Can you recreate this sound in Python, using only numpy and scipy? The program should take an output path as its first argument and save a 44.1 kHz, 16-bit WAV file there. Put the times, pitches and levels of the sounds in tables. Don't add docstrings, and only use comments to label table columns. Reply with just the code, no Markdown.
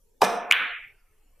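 import sys
import numpy as np
from scipy import signal
from scipy.fft import rfft, irfft, next_fast_len
from scipy.io import wavfile
from scipy.ndimage import uniform_filter1d

SR = 44100
rng = np.random.default_rng(int(sys.argv[2]) if len(sys.argv) > 2 else 0)


def log_audio(samples):
    frames = np.atleast_2d(samples).T
    limited = np.clip(frames, -1, 1)
    pcm = np.round(limited * 32767).astype(np.int16)
    wavfile.write(sys.argv[1], SR, pcm)


def magnitude_from_level(level_db):
    exponent = np.asarray(level_db, float) / 20
    return 10 ** exponent


N = 61739

# (freq [Hz], density [dB per Hz])
HISS_SPECTRUM = [(60, -11), (100, -6), (180, -12), (420, -10), (1200, -27), (2500, -30), (5000, -26.5),
                 (14000, -23.5), (15500, -32.5)]
# (freq [Hz], density [dB])
RUMBLE_SPECTRUM = [(8, -14), (14, -3), (28, -1), (42, -16), (90, -24)]
# (time [s], level [dB])
RUMBLE_DRIFT = [(0, -62), (.5, -66), (1, -64), (1.4, -59)]
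# (freq [Hz], density [dB])
MURK_SPECTRUM = [(300, -11), (700, -9.5), (1300, -10), (2000, -11), (2450, -7), (2900, -13), (4000, -35)]
# (freq [Hz], t60 [s])
HALL_DECAY = [(150, .85), (600, 1.2), (1500, 1.05), (2500, 1.08), (4000, .9), (7000, .6), (14000, .5)]
# (freq [Hz], density [dB per Hz])
CUE_HALL_SPECTRUM = [(110, -43), (180, -12), (400, -2), (1200, -3), (2000, -16), (4000, -20), (12000, -33),
                     (15500, -37)]
# (freq [Hz], density [dB per Hz])
BALL_HALL_SPECTRUM = [(300, -42), (800, -14), (1400, -1), (2300, 1.5), (3600, -8.5), (5000, -38.5),
                      (12000, -38), (16000, -40)]
# (freq [Hz], density [dB per Hz])
CUSHION_SPECTRUM = [(120, -28.5), (200, -3), (330, -2), (700, -14), (1000, -9), (1500, 16)]
# (freq [Hz], width [Hz], gain [dB])
SHAFT_MODES = [(194, 49, 9.5), (312, 180, -6.5), (464.4, 51, 5.5), (712, 30, 10), (1220, 30, 0),
               (1730, 60, 8), (2100, 50, 5), (2450, 130, 8), (4500, 280, -7), (5830, 730, 4.5),
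               (6910, 470, -10.5), (7990, 2100, 5), (14200, 400, -1.5), (14800, 300, 8.5)]
# (freq [Hz], width [Hz], gain [dB])
SPHERE_LOBES = [(6000, 500, 3), (7500, 700, -25), (9300, 600, 4), (10500, 400, -16), (12300, 800, 4),
                (13800, 350, -16), (15000, 500, 3)]
# (time [s], level [dB], build-up [ms], extra early level [dB], early t60 [ms])
HALL_ANSWERS = [
    (0.22, -23, 9, 7, 110),
    (.52, -22.5, 7, -2, 60),
    (0.586, -42.5, 23.7, 19, 210),
]
# (freq [Hz], level [dB])
CUE_KNEE = [(150, -67), (500, -61), (900, -58), (1500, -62.5), (2500, -66), (3700, -66.5), (5500, -71),
            (14000, -87)]
# (freq [Hz], level [dB])
BALL_KNEE = [(150, -70), (500, -63), (900, -56), (1500, -53), (2500, -57), (3700, -64), (5500, -88),
             (14000, -90)]
# (freq [Hz], density [dB])
CRACK_SPECTRUM = [(1500, -21), (4000, -4), (8000, -12.5), (13000, -11), (15000, -16), (16500, -39)]
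# (time [s], level [dB], t60 [ms], lead-in level [dB], top [Hz])
CRACK_EVENTS = [
    (.2178, -24, 16, -9, 16000),
    (.2212, -15, 8, -14, 13500),
    (.2395, -27, 30, -9, 13000),
    (.2475, -27, 30, -9, 13000),
    (.5116, -17, 6, -17, 13800),
    (.5232, -15, 4, -22, 16500),
    (.529, -33, 8, -9, 16000),
]
# (time [s], peak [dB], pitch [Hz], rise [ms], t60 [ms])
CUE_RINGS = [(.2172, -11, 1050, .3, 12), (.2197, -2, 870, .3, 25), (.2232, -5, 1080, .8, 16),
             (.2273, -9, 1000, 1, 25), (.2304, 8, 640, 2, 12), (.2172, -19, 2450, .6, 35),
             (.218, -9, 5000, 1.2, 10), (.2075, -31, 850, 2, 200), (.2255, -22, 3040, 1.1, 16),
             (.2195, -14, 430, 3.1, 70), (.2385, -13, 800, 1.2, 14), (.2475, -12, 950, 1.1, 12)]
# (time [s], peak [dB], pitch [Hz], hold [ms], t60 [ms])
BALL_BURSTS = [(.51147, -2.5, 2360, 2.7, 2.5), (.51147, -6, 2600, .7, 4), (.5205, -17, 1800, 1, 6),
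               (.5231, -2, 2850, .7, 5), (.5236, -12, 2200, 1.5, 12), (.529, -14, 3000, 1.2, 12),
               (.5148, -17, 2900, .8, 8), (.507, -26, 2100, 4, 3), (.5108, -16, 2500, .6, 2),
               (.5335, -15, 1700, 1.5, 9), (.5125, -16, 1300, 2.1, 4), (.5112, -46, 160, 3.1, 9)]

STREAK_DB = 6


def unit(x):
    return x / np.sqrt(np.mean(x ** 2) + 1e-20)


def along(points, hz, outside=None):
    f, v = np.transpose(points)
    return np.interp(np.log(hz + 1), np.log(f + 1), v, outside, outside)


def since(start_s):
    return np.maximum(np.arange(N) / SR - start_s, 0)


def fall_db(t_s, t60_ms):
    return 60 * 1e3 * t_s / t60_ms


def filtered(x, response):
    m = next_fast_len(N + SR // 2)
    hz = np.fft.rfftfreq(m, 1 / SR)
    return irfft(rfft(x, m) * response(hz), m)[..., :N]


def smoothed(x, bins, frames):
    return uniform_filter1d(uniform_filter1d(x, size=bins, axis=0), size=frames, axis=1)


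def noise(spectrum, side_db, lines=()):
    def gain(hz):
        bells_db = sum(db * np.exp(-((hz - center) / width) ** 2) for center, width, db in lines)
        return magnitude_from_level(along(spectrum, hz, -120) + bells_db)

    mid, side = unit(filtered(rng.standard_normal((2, N)), gain))
    side = magnitude_from_level(side_db) * side
    return np.array([mid + side, mid - side])


def streaked(x, depth_db):
    z = signal.stft(x, nperseg=1024)[2]
    field = unit(smoothed(rng.standard_normal(z.shape[1:]), 2, 9))
    return unit(signal.istft(z * magnitude_from_level(depth_db * field), nperseg=1024)[1][:, :N])


def placed(x, lag_s, pan_db):
    half = np.array([[.5], [-.5]])
    return filtered(x, lambda hz: magnitude_from_level(half * pan_db) * np.exp(-2j * np.pi * hz * half * lag_s))


def noise_floor():
    s, db = np.transpose(RUMBLE_DRIFT)
    rumble_db = np.interp(np.arange(N) / SR, s, db)
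    rumble = magnitude_from_level(rumble_db) * noise(RUMBLE_SPECTRUM, side_db=-28.5)
    t = since(.3)
    murk_t60_s = 5
    murk_level = magnitude_from_level(-73.5 - 60 * (t - .7) / murk_t60_s) * (t > 0)
    murk = murk_level * streaked(noise(MURK_SPECTRUM, side_db=-10.5), STREAK_DB)
    hiss = magnitude_from_level(-71) * streaked(noise(HISS_SPECTRUM, side_db=-3.5), STREAK_DB)
    return hiss + rumble + murk


def hall(spectrum, lines, start_s, level_db, build_ms, early_db, early_t60_ms):
    patchy_db, streak_db, side_db = 1, 1.2, -12
    source = streaked(noise(spectrum, side_db, lines), streak_db)
    hz, t, z = signal.stft(source, SR, nperseg=256)
    lumps = unit(smoothed(rng.standard_normal(z.shape[1:]), 6, 2))
    t60_s = along(HALL_DECAY, hz)[:, None]
    z = z * magnitude_from_level(patchy_db * lumps - 60 * np.maximum(t - start_s, 0) / t60_s)
    tail = signal.istft(z, SR, nperseg=256)[1][:, :N]
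    t = since(start_s)
    build = 1 - np.exp(-(1e3 * t / build_ms) ** 2)
    early = 1 + magnitude_from_level(early_db - fall_db(t, early_t60_ms))
    return magnitude_from_level(level_db) * build * early * tail


def gated(x, knee):
    steepness, depth_db = 2.3, -30
    hz, t, z = signal.stft(x, SR, nperseg=512, noverlap=384)
    power = np.abs(smoothed(np.mean(np.abs(z) ** 2, 0), 7, 21))
    knee_power = magnitude_from_level(2 * along(knee, hz))[:, None]
    gain = 1 / (1 + (knee_power / (power + 1e-20)) ** steepness) + magnitude_from_level(depth_db)
    return signal.istft(z * gain, SR, nperseg=512, noverlap=384)[1][:, :N]


def suppressed_tails():
    cue_tail = hall(CUE_HALL_SPECTRUM, SHAFT_MODES, *HALL_ANSWERS[0])
    ball_tail = hall(BALL_HALL_SPECTRUM, SPHERE_LOBES, *HALL_ANSWERS[1])
    cushion_tail = hall(CUSHION_SPECTRUM, (), *HALL_ANSWERS[2])
    tails = gated(cue_tail, CUE_KNEE) + gated(ball_tail + cushion_tail, BALL_KNEE)
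    return placed(tails, lag_s=0, pan_db=-.98)


def cracks():
    lead_t60_ms = 17
    t, x = np.arange(N) / SR, 0
    for start_s, db, t60_ms, lead_db, top_hz in CRACK_EVENTS:
        after_db = db - fall_db(t - start_s, t60_ms)
        before_db = db + lead_db - fall_db(start_s - t, lead_t60_ms)
        shape = magnitude_from_level(np.where(t > start_s, after_db, before_db))
        tick = shape * noise(CRACK_SPECTRUM, side_db=-15)
        x = x + filtered(tick, lambda hz: 1 / (1 + (hz / top_hz) ** 30))
    return x


def cue():
    x = 0
    for start_s, db, hz, rise_ms, t60_ms in CUE_RINGS:
        t = since(start_s)
        swell = 1 - np.exp(-(1e3 * t / rise_ms) ** 2)
        x = x + magnitude_from_level(db - fall_db(t, t60_ms)) * swell * np.sin(2 * np.pi * hz * t)
    return placed(x, lag_s=30e-6, pan_db=-.8)


def balls():
    rise_s = .0002
    x = 0
    for start_s, db, hz, hold_ms, t60_ms in BALL_BURSTS:
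        t = since(start_s)
        decay = magnitude_from_level(db - fall_db(since(start_s + hold_ms / 1e3), t60_ms))
        x = x + decay * (1 - np.exp(-t / rise_s)) * np.sin(2 * np.pi * hz * t)
    return placed(x, lag_s=5e-6, pan_db=-.8)


def scene():
    return noise_floor() + suppressed_tails() + cracks() + cue() + balls()


def top_cut(x):
    return signal.sosfilt(signal.butter(12, 16970, fs=SR, output="sos"), x)


def record(dry):
    clip_top, clip_hardness = .6, 5
    top_hz, top_width_hz = 16300, 130
    x = dry / (1 + np.abs(dry / clip_top) ** clip_hardness) ** (1 / clip_hardness)
    x = filtered(x, lambda hz: .5 - .5 * np.tanh((hz - top_hz) / top_width_hz))
    return top_cut(x)


dry = scene()
out = record(dry)
log_audio(out)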